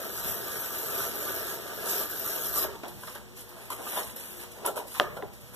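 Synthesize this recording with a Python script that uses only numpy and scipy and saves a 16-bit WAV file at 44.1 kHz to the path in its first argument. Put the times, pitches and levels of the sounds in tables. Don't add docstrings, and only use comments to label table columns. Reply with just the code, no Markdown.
import sys
import numpy as np
from scipy import signal
from scipy.fft import rfft, irfft, next_fast_len
from scipy.io import wavfile
from scipy.ndimage import uniform_filter1d, map_coordinates

SR = 44100
rng = np.random.default_rng(int(sys.argv[2]) if len(sys.argv) > 2 else 0)


def voltage_ratio(decibels):
    exponent = np.asarray(decibels, float) / 20
    return 10 ** exponent


def pcm_store(signal):
    levels = np.round(np.clip(np.atleast_2d(signal), -1, 1) * 32767)
    wavfile.write(sys.argv[1], SR, levels.astype(np.int16).T)


N = 244755

# (frequency [Hz], width [Hz], level [dB])
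LOOSE_MODES = [(392, 35, -7.5), (611, 11, -5.5), (966, 190, -5.5), (1384, 16, -11), (1490, 28, -43)]


def unit(x):
    return x / np.sqrt(np.mean(x ** 2) + 1e-20)


def along(points, hz):
    f, v = np.transpose(points)
    return np.interp(np.log(hz + 1), np.log(f + 1), v)


def wobble(rate_hz):
    knots = rng.standard_normal(int(N * rate_hz / SR) + 4)
    return map_coordinates(knots, [np.arange(N) * rate_hz / SR])


def sampled(x):
    return np.interp(np.arange(N) / SR * 1000, np.arange(len(x)), x)


def away(start_s, rise_s, hold_s, fall_s):
    t = np.arange(0, N / SR + .002, .001)
    before = (start_s - t) / rise_s
    after = (t - start_s - hold_s) / fall_s
    return np.maximum(np.maximum(before, after), 0)


def bumped(*shape):
    return np.maximum(1 - away(*shape), 0)


def swells(rows):
    power = sum(voltage_ratio(db - 20 * away(*shape)) ** 2 for *shape, db in rows)
    return sampled(np.sqrt(power))


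def filtered(x, response):
    m = next_fast_len(N + SR // 2)
    return irfft(rfft(x, m) * response(np.fft.rfftfreq(m, 1 / SR)), m)[..., :N]


def modes(f, peaks):
    total = 0
    for k, (centre, width, db) in enumerate(peaks):
        damping = 1j * f * width
        total = total + (-1) ** k * voltage_ratio(db) * damping / (centre * centre - f * f + damping)
    return total


def at_ports(pair, response):
    # (frequency [Hz], likeness [-1..1])
    likeness = [(30, .9), (80, 0.93), (300, 0.93), (600, 0.64), (1100, -0.21), (3200, -0.23), (6000, 0.087),
                (12000, 0.37)]
    turn = lambda f: np.arccos(np.clip(along(likeness, f), -1, 1)) / 2
    mid, side = filtered(pair, lambda f: response(f) * [np.cos(turn(f)), np.sin(turn(f))])
    return unit(np.array([mid + side, mid - side]))


def rumble():
    # (time [s], rise [s], hold [s], fall [s], level [dB])
    jolts = [
        (.26, 0.089, .05, 1, -52.5),
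        (2.7, 0.26, .05, 0.53, -54.5),
        (3.2, .2, 0.018, 0.16, -61),
        (4, .3, .05, 0.51, -60.5),
        (5, .02, 0.064, 0.35, -54),
        (2.93, .08, 0.034, .15, -56),
        (5.12, .08, .16, .15, -52),
        (5.44, .1, 0.016, .15, -55.5),
    ]
    steady_db, of_pressure_db, sway_db = -61.5, -17.5, 1.64
    power = voltage_ratio(2 * steady_db) + (voltage_ratio(of_pressure_db) * blade()[0]) ** 2 + swells(jolts) ** 2
    return np.sqrt(power) * voltage_ratio(sway_db * wobble(6.9))


def fan():
    # (frequency [Hz], level [dB per Hz])
    air_colour = [(80, -39), (200, 5.5), (450, -7.5), (900, -8.5), (2300, -11), (5000, -14.5), (9000, -16),
                  (14000, -38)]
    # (frequency [Hz], level [dB per Hz])
    low_colour = [(15, -13), (35, -4), (62, -2), (120, -0.5), (200, -9.5), (320, -31.5)]
    # (frequency [Hz], level [dB rms])
    hum_tones = [(63, -60), (119.6, -62), (208, -64), (361, -64), (479, -63.5), (598, -74)]
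    # (time [s], rise [s], hold [s], fall [s], level [dB])
    shade = (5, 0.3, 0.4, 0.26, -4.5)
    t = np.arange(N) / SR
    air = at_ports(rng.standard_normal((2, N)), lambda f: voltage_ratio(along(air_colour, f)))
    low = at_ports(rng.standard_normal((2, N)), lambda f: voltage_ratio(along(low_colour, f)))
    hum = 0
    for hz, db in hum_tones:
        level = voltage_ratio(db + 5.0 + 3.2 * wobble(9))
        drift = hz / 220 * wobble(24)
        port_drift = 0.43 * np.array([wobble(3.0), wobble(2.95)])
        hum = hum + level * np.sin(2 * np.pi * hz * t + drift + port_drift)
    air_db = -52.0 + shade[4] * sampled(bumped(*shade[:4])) + 1.73 * wobble(3.144)
    return voltage_ratio(air_db) * air + voltage_ratio(7.5) * rumble() * low + hum


def bump():
    # (time [s], peak [dB], pitch [Hz], t60 [s])
    jolt = (2.5, -43, 59.5, 1.5)
    start_s, db, hz, t60_s = jolt
    t = np.clip(np.arange(N) / SR - start_s, 0, None)
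    return voltage_ratio(db - 60 * t / t60_s) * np.sin(2 * np.pi * hz * t) * [[1], [-.3]]


def contacts(rows, attack_s):
    out, t = np.zeros(N + SR), np.arange(SR // 10) / SR
    for start_s, db, hz, t60_s in rows:
        ring = np.sin(2 * np.pi * hz * t) * (1 - np.exp(-t / attack_s))
        out[round(start_s * SR):][:len(t)] += voltage_ratio(db - 60 * t / t60_s) * ring
    return out[:N]


def bright_ticks():
    # (time [s], peak [dB], pitch [Hz], t60 [s])
    catches = [(3.7027, -26, 10300, .004), (3.7027, -34, 11800, .004), (4.9988, -27, 10000, .002),
               (4.9988, -30, 13800, .002), (4.1608, -37, 12200, .006), (4.1628, -34, 12100, .005),
               (4.1628, -37, 9100, .005), (4.1647, -35, 12000, .006), (4.167, -37, 12000, .006),
               (4.1691, -40, 11900, .005), (4.6506, -28, 2300, .004), (4.6557, -20, 9760, .004),
               (4.6619, -11, 9500, .004), (4.6619, -21, 7700, .004), (4.6626, -27, 12300, .008),
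               (4.6627, -14, 10300, .006), (1.8992, -34, 12300, .008), (1.9689, -32, 12300, .008),
               (2.0122, -30, 12400, .012), (2.0981, -37, 12200, .008), (2.2, -31, 12300, .008),
               (2.2585, -31, 12200, .006), (2.263, -31, 12200, .006), (2.3516, -33, 12300, .008),
               (2.5396, -33, 12300, .008), (2.6274, -30, 12300, .008)]
    return contacts(catches, attack_s=.00015)


def edge_pats():
    # (time [s], peak [dB], pitch [Hz], t60 [s])
    short_rings = [(2.8358, -28, 610, 0.022), (2.8505, -33, 780, .02), (3.033, -36, 1010, .02),
                   (3.034, -37, 1600, .02), (3.078, -39, 1200, .03), (3.155, -44, 870, .04),
                   (3.159, -39.5, 1595, .03), (3.213, -46, 1000, .02), (3.7033, -30, 1000, 0.02),
                   (3.724, -36, 1200, 0.048), (3.968, -33, 980, 0.037), (3.973, -27.5, 614, .03),
                   (3.977, -30, 991, 0.027), (3.975, -34, 3590, 0.038), (3.988, -32, 990, 0.026),
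                   (4.646, -32, 640, 0.046), (4.651, -36, 1380, .02), (4.654, -29, 990, .03),
                   (4.66, -28, 984, .03), (4.672, -26.5, 590, .05), (4.677, -32.5, 1356, 0.071),
                   (4.683, -31, 600, .05), (4.692, -27, 598, 0.045), (4.7, -33, 800, 0.044),
                   (4.708, -30, 417, 0.046), (4.753, -38, 783, .03), (4.7685, -26.5, 590, .03),
                   (4.774, -32.5, 967, .05), (4.798, -32, 957, .04), (4.812, -37, 796, .04),
                   (4.826, -40, 600, .03), (4.853, -41, 565, .04), (5.014, -25.5, 598, .05),
                   (5.024, -33, 600, .05), (5.04, -34, 1230, .05), (5.055, -34, 1690, .03),
                   (5.066, -36, 1230, .06), (5.078, -35, 480, .05), (5.168, -36.5, 813, .04),
                   (5.174, -38, 1394, .03), (5.19, -33, 520, 0.05), (5.202, -35, 600, .03),
                   (5.227, -33, 750, .03), (5.234, -32, 420, .04), (2.842, -35, 720, .03),
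                   (2.865, -37, 900, .03),
                   (2.558, -39, 1160, .1), (2.572, -39, 1180, .08), (2.59, -42, 1250, .06),
                 (2.61, -43, 1080, .08), (2.638, -40, 1110, .06), (2.645, -38, 900, .05),
                 (2.648, -35, 620, .04), (2.69, -45, 930, .08), (2.705, -40, 600, .05),
                 (2.735, -47, 1150, .08), (2.76, -46, 900, .06), (2.8545, -37, 3400, .012),
                 (3.9735, -22, 850, .012), (4.6465, -34, 950, .025), (4.668, -31, 400, .05),
                 (4.684, -31, 380, .05), (4.79, -36, 420, .05), (5.008, -28, 400, .06),
                 (5.045, -33, 380, .06), (3.0345, -42, 3300, .01), (3.159, -42, 3100, .012)]
    return contacts(short_rings, attack_s=0.001)


def knocks():
    # (time [s], peak [dB], tick [dB], t60 [s])
    pushes = [(2.835, -36, -60, 0.067), (3.033, -38, -52, 0.081), (3.076, -35, -45, 0.13),
              (3.152, -30.5, -33.5, 0.17), (3.703, -30, -36, 0.12), (4.161, -39, -45, 0.16),
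              (4.651, -24, -35, 0.19), (4.662, -28, -24, 0.15), (4.768, -34, -41, 0.22),
              (5.169, -29, -55, 0.068), (5.188, -28, -60, .07), (5.225, -32, -61, 0.11),
              (5.518, -39, -55, 0.15)]
    # (time [s], peak [dB])
    fibre_snaps = [(0.2463, -9), (0.2954, -20), (0.952, -13), (1.0774, -20), (1.397, -28), (2.0981, -18),
                   (2.8827, -21), (3.3677, -41), (4.759, -38.5), (4.8713, -41), (5.3338, -31)]
    out, t = np.zeros(N + SR), np.arange(SR // 4) / SR
    for start_s, db, tick_db, t60_s in pushes:
        hz, _, level_db = np.transpose(LOOSE_MODES)[..., None]
        hz = hz * (1 + 0.0403 * rng.standard_normal(hz.shape))
        drift = 0.032 * np.cumsum(rng.standard_normal((len(hz), len(t))), axis=1)
        uneven = voltage_ratio(level_db + rng.normal(0, 4.5, hz.shape))
        ring = (uneven * np.sin(2 * np.pi * hz * t + drift)).sum(0) * (1 - np.exp(-t / 0.001))
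        tick = np.diff(rng.standard_normal(len(t) + 1)) * voltage_ratio(tick_db - 8.0 - 60 * t / .02)
        out[round(start_s * SR):][:len(t)] += voltage_ratio(db - 14.5 - 60 * t / t60_s) * ring + tick
    for start_s, db in fibre_snaps:
        snap = np.diff(rng.standard_normal(len(t) + 1))
        out[round(start_s * SR):][:len(t)] += voltage_ratio(db - 16.0 - 60 * t / 0.005) * snap
    return out[:N]


def slap():
    # (time [s], peak [dB], pitch [Hz], t60 [s])
    cracks = [
        (5.0003, -18.5, 950, 0.01),
        (4.9988, -7, 1840, 0.0032),
        (4.9988, -17, 2330, 0.006),
        (4.9988, -7, 2880, 0.0028),
        (5.0068, -21, 740, 0.014),
        (5.2247, -25.5, 2070, 0.0053),
        (5.231, -30.5, 400, 0.05),
        (3.0765, -34, 2120, 0.0068),
        (2.8, -44, 1230, 0.009),
        (3.867, -41, 1200, 0.066),
    ]
    # (frequency [Hz], level [dB], t60 [s])
    drum_modes = [(457, -14, 0.89), (595, 0, 0.11), (1230, -4, 0.098), (1740, -17, 0.81), (2240, -29, 0.12),
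                  (3080, -39, 0.27)]
    t = np.clip(np.arange(N) / SR - np.transpose(cracks)[0][:, None], 0, None)
    crack = sum(voltage_ratio(db - 60 * u / t60_s) * np.sin(2 * np.pi * hz * u)
                for u, (_, db, hz, t60_s) in zip(t, cracks))
    since = t[0]
    drum = sum(voltage_ratio(db - 60 * since / min(t60_s, .3)) * np.sin(2 * np.pi * hz * since)
               for hz, db, t60_s in drum_modes)
    return crack + voltage_ratio(-25) * drum * (1 - np.exp(-since / .006))


def fibres(per_s, spread_db):
    size = (rng.random(N) < per_s / SR) * voltage_ratio(spread_db * rng.exponential(size=N))
    burst = signal.lfilter([1], [1, -.93], size)
    z = signal.stft((burst + 1.02) * rng.standard_normal((2, N)), nperseg=512)[2]
    patches = uniform_filter1d(rng.standard_normal(z.shape[1:]), size=5, axis=0)
    patches = uniform_filter1d(patches, size=7, axis=1)
    return signal.istft(z * voltage_ratio(1.91 * unit(patches)), nperseg=512)[1][:, :N]


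def friction(drive, peaks, bright, ring, per_s, spread_db, flutter_db, sing):
    # (frequency [Hz], level [dB per Hz])
    flex_colour = [(100, -16), (220, -3.5), (420, 0), (700, -3), (1000, -11), (1600, -50.5)]
    # (frequency [Hz], level [dB per Hz])
    shake_colour = [(450, -39), (800, -10), (1050, -1.5), (1500, -1.5), (2200, -7), (3500, -35)]
    # (frequency [Hz], level [dB per Hz])
    tear_colour = [(1000, -7.5), (2000, 1), (3000, 0), (4500, -3.5), (6500, -8.5), (10000, -16)]
    # (frequency [Hz], width [Hz], level [dB])
    steel_modes = [(12400, 730, -0.5)]
    sing_from_db, sing_growth = -37, 0.54
    flex, shake, tear, fizz = drive
    flutter = flutter_db * (wobble(18) + .5 * wobble(85))

    def sheet(colour):
        response = lambda f: voltage_ratio(along(colour, f)) * (1 + ring * np.abs(modes(f, peaks)))
        return at_ports(fibres(per_s / 2, spread_db), response)

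    rasp = at_ports(fibres(per_s, spread_db), lambda f: voltage_ratio(along(tear_colour, f)))
    hiss = at_ports(fibres(per_s * 2, spread_db), lambda f: voltage_ratio(along(bright, f)))
    steel = filtered(hiss, lambda f: np.abs(modes(f, steel_modes)))
    hiss = hiss + sing * (fizz / voltage_ratio(sing_from_db)) ** sing_growth * steel
    body = voltage_ratio(-1.5) * flex * sheet(flex_colour) + voltage_ratio(-4.0) * shake * sheet(shake_colour)
    return voltage_ratio(flutter) * (body + voltage_ratio(2.0) * tear * rasp + voltage_ratio(-3.0) * fizz * hiss)


def hands():
    # (time [s], rise [s], hold [s], fall [s], level [dB])
    slides = [(2.883, 0.011, .002, 0.055, -45), (3.02, 0.054, 0.092, 0.14, -46),
              (3.157, .04, .002, .03, -46), (3.372, 0.024, 0.035, 0.086, -45), (3.49, .04, .19, .05, -52),
              (3.703, .002, 0.028, 0.074, -38), (3.88, .2, .02, .1, -41), (3.966, 0.15, 0.025, 0.11, -32.5),
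              (4.07, .03, .02, .12, -44), (4.163, .003, 0.024, 0.13, -42), (4.2, 0.068, .13, 0.1, -42.5),
              (4.39, .05, .05, .076, -45), (4.514, .02, .002, 0.32, -48.5), (4.656, .005, .003, .02, -36),
              (4.664, .004, .002, 0.065, -29.5), (4.76, .005, 0.022, 0.055, -39),
              (4.872, .01, .05, .05, -46.5), (4.94, 0.12, 0.06, 0.06, -44), (5.17, .05, 0.01, 0.028, -47),
              (5.336, 0.006, .002, 0.085, -52), (5.412, .02, .01, .05, -53), (5.48, .04, .02, .05, -55),
              (5.548, 0.037, .002, .1, -46.5)]
    # (time [s], rise [s], fall [s], level [dB], liner over sheet [dB])
    bends = [(2.76, 0.028, 0.042, -48, -1), (2.815, .03, 0.036, -54, -7), (2.836, 0.0065, 0.085, -37.5, -2),
             (3.036, .003, .03, -54, 9), (3.08, 0.021, 0.057, -52.5, 12), (3.158, 0.026, 0.062, -50, 6.5),
             (3.53, .1, 0.73, -52.5, 1.5), (3.703, .004, .04, -44, 5), (3.726, 0.04, 0.045, -42, 1),
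             (3.8, 0.056, 0.22, -43, -2.5), (3.874, 0.037, 0.033, -43, -1), (3.935, .05, .05, -42, 2.5),
             (3.974, 0.04, 0.085, -35, 2.5), (4.3, 0.37, .4, -59, -4), (4.438, 0.046, 0.047, -53, 1),
             (4.57, 0.055, 0.074, -44.5, -8), (4.651, .005, .05, -38, 2.5),
             (4.685, 0.077, 0.057, -34.5, -7), (4.777, 0.043, 0.11, -40.5, -4),
             (4.95, 0.012, 0.17, -59, 19), (5.004, .002, .1, -34, -2), (5.1, .1, 0.25, -53, 1),
             (5.17, .012, 0.06, -40, -3), (5.227, 0.011, 0.069, -38.5, -12), (5.542, 0.03, 0.033, -60, 8)]
    flex = swells([(s, rise, 0, fall, db) for s, rise, fall, db, _ in bends])
    shake = swells([(s, rise, 0, fall, db + liner_db) for s, rise, fall, db, liner_db in bends])
    fizz = swells(slides)
    scrape = np.hypot(voltage_ratio(-12) * fizz, voltage_ratio(-8) * shake)
    return flex, shake, scrape, fizz


def handling():
    # (frequency [Hz], level [dB per Hz])
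    skin_colour = [(3000, -4.5), (5500, 0), (8000, 2), (10000, 6.5), (12000, 0), (14000, -5)]
    return friction(hands(), LOOSE_MODES, skin_colour, ring=2.1, per_s=2000, spread_db=2.2,
                    flutter_db=0.9, sing=0.15)


def blade():
    # (time [s], pressure [dB], speed [dB])
    stroke = [
        (0.0, -44.5, -43.5),
        (0.2, -43.5, -40),
        (1.24, -39.5, -37.5),
        (1.75, -42.5, -45.5),
        (1.92, -37.5, -32),
        (2.13, -44, -40.5),
        (2.63, -41.5, -34),
        (2.69, -41, -52.5),
        (2.76, -43.5, -63),
    ]
    # (time [s], rise [s], fall [s], more pressure [dB], more speed [dB])
    lunges = [(.045, .04, 0.043, 4.5, 2.5), (.18, 0.048, 0.074, -1.5, 5), (.282, 0.06, 0.08, 5.5, 5.5),
              (.44, 0.067, 0.085, 0, -2), (.65, 0.049, 0.047, 1, 1), (.705, .03, 0.035, -2, -3),
              (1.02, 0.19, 0.07, 2.5, 3), (1.14, 0.05, 0.12, 0, -3.5), (1.31, 0.049, .02, 2, 0.5),
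              (1.53, 0.12, 0.055, 1.5, 4.5), (1.6, 0.036, 0.076, -3, -3.5), (2.02, 0.091, 0.029, 0, 1),
              (2.085, 0.046, 0.017, 1, -5), (1.84, .08, .05, -1, -3), (2.105, .01, 0.052, 3, 1.5),
              (2.2, 0.068, 0.058, -0.5, 2.5), (2.3, 0.072, 0.068, 4, 2.5), (2.46, 0.027, .03, 1, 1),
              (2.51, 0.044, 0.043, -3, -3), (2.58, 0.027, 0.034, 2, 5.5), (2.645, 0.028, 0.034, 7, 4)]
    # (level over the drive [dB], share of speed in it [0..1])
    shares = [(-2, 0.1), (-1.5, 0.26), (-9, 0.24), (1, 0.98)]
    s, *drive = np.transpose(stroke)
    more = sum(np.outer(db, bumped(at, rise, 0, fall)) for at, rise, fall, *db in lunges)
    t = np.arange(N) / SR
    pressure, speed = [np.interp(t, s, c, right=-120) + sampled(m) for c, m in zip(drive, more)]
    return [voltage_ratio(db + share * speed + (1 - share) * pressure) for db, share in shares]


def cutting():
    # (frequency [Hz], width [Hz], level [dB])
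    held_modes = [(391.6, 48, 6.5), (670, 43, 2), (928, 11.4, 6), (1190, 16, 12.5), (1332, 25.6, 11),
                  (1497, 27, 9.5), (1666, 54, 9.5), (1872, 34, 3)]
    # (frequency [Hz], level [dB per Hz])
    fizz_colour = [(3000, -4.5), (5500, 2), (8000, 0.5), (10300, 0.5), (12000, 0.5), (14000, -5)]
    # (time [s], level [dB])
    tip_freedom = [(0, -2), (.45, -3), (.6, 2), (1.0, 1), (1.3, -1), (1.6, -5), (1.85, -3), (1.92, 0),
                   (2.08, 1), (2.12, 4), (2.35, 3), (2.6, 4), (2.7, 0)]
    free = voltage_ratio(np.interp(np.arange(N) / SR, *np.transpose(tip_freedom)))
    return friction(blade(), held_modes, fizz_colour, ring=1.47, per_s=3500, spread_db=0.8,
                    flutter_db=0.55, sing=0.75 * free)


def room(x, wet_db):
    # (frequency [Hz], t60 [s])
    decay = [(200, 0.27), (1000, 0.58), (4000, 0.25), (12000, 0.2)]
    hz, t, z = signal.stft(rng.standard_normal((2, SR // 2)), SR, nperseg=256)
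    tail = signal.istft(z * voltage_ratio(-60 * t / along(decay, hz)[:, None]), SR, nperseg=256)[1]
    tail = tail / np.linalg.norm(tail[0])
    delayed = np.pad(x, (150, 0))[None]
    return voltage_ratio(wet_db) * signal.fftconvolve(delayed, tail, axes=1)[:, :N]


def screened(x):
    # (time [s], rise [s], hold [s], fall [s], level [dB], from [Hz])
    screen = (5.1, .07, .2, .03, -5, 3000)
    *shape, db, from_hz = screen
    treble = filtered(x, lambda f: 1 / (1 + (from_hz / (f + 1)) ** 4))
    return x + (voltage_ratio(db * sampled(bumped(*shape))) - 1) * treble


def scene():
    taps, bang = knocks() + edge_pats(), slap()
    near = cutting() + handling() + taps + bang + bright_ticks() + bump()
    return screened(near + room(taps, wet_db=-8.5) + room(bang, wet_db=-17) + fan())


def masked(x, sway_db, attack_db):
    # (frequency [Hz], level [dB])
    hidden = [(1100, -13.5), (2300, -12), (3500, -10), (4600, -5.5), (7000, -8), (11000, -13.5),
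              (13500, -13)]
    # (time [s], level [dB])
    starved = [(0, 2.5), (.8, 1.5), (1.3, 0), (1.9, -2), (2.5, 0.5), (2.8, -2), (3.65, -2), (3.75, 2.5),
               (4.4, 3), (4.45, -1), (5.55, -0.5)]
    hz, t, z = signal.stft([x[0] + x[1], x[0] - x[1]], SR, nperseg=2048, window="cosine")
    power = np.abs(z) ** 2
    band = power[:, :1024].reshape(2, -1, 8, z.shape[2]).mean(2)
    band = np.repeat(band, 8, axis=1)[:, np.r_[:1024, 1023]]
    around = uniform_filter1d(power.sum(0), size=48, axis=0)
    mood = unit(uniform_filter1d(rng.standard_normal((129, z.shape[2])), size=3, axis=1))
    mood = np.repeat(mood, 8, axis=0)[:1025]
    limit = voltage_ratio(2 * along(hidden, hz)[:, None] + 2 * sway_db * mood) * around
    limit = limit * voltage_ratio(2 * np.outer(hz > 3500, np.interp(t, *np.transpose(starved))))
    faint = (hz[:, None] > 1500) & (power < voltage_ratio(2 * -8.7) * around)
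    total = around[40:200].sum(0)
    steady = total < voltage_ratio(2 * attack_db) * np.roll(total, 1)
    above = hz[:, None] > 850
    dropped = above & steady & ((band < limit) | faint)
    mid, side = signal.istft(z * ~dropped, nperseg=2048, window="cosine")[1][:, :N]
    return np.array([mid + side, mid - side]) / 2


def low_pass(x):
    return signal.sosfilt(signal.butter(12, 15610, fs=SR, output="sos"), x)


def record(dry):
    # (frequency [Hz], share [0..1])
    cross = [(100, 0.9), (2300, 0.94), (4600, 0.39), (7000, 0.1), (14000, 0.038)]
    # (frequency [Hz], level [dB])
    tilt = [(300, 4.5), (1500, 4.5), (3000, -7), (7500, -1.5), (9500, -1), (12000, 2.5), (14000, -1.5)]
    cavity = [(12160, 980, 6.9), (15100, 410, 1.8)]  # (frequency [Hz], width [Hz], level [dB])
    # (frequency [Hz], level [dB])
    top_edge = [(13000, 0), (13600, 4), (14240, 5), (14340, -48), (15600, -65)]
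    lag = lambda f: np.exp(1j * np.pi * np.maximum(f - 7650, 0) / 2300 * [[1], [-1]])
    port = lambda f: (1 + modes(f, cavity)) * voltage_ratio(along(tilt, f) * [[.5], [-.5]]) * lag(f)
    leak = lambda f: np.clip(along(cross, f), 0, 1) * np.exp(-2j * np.pi * f / 2325)
    heard = filtered(dry, port)
    wide = heard - filtered(heard[::-1], leak)
    mix = masked(filtered(wide, lambda f: voltage_ratio(along(top_edge, f))), sway_db=2.0, attack_db=7.5)
    return low_pass(mix)


dry = scene()
out = record(dry)
pcm_store(out)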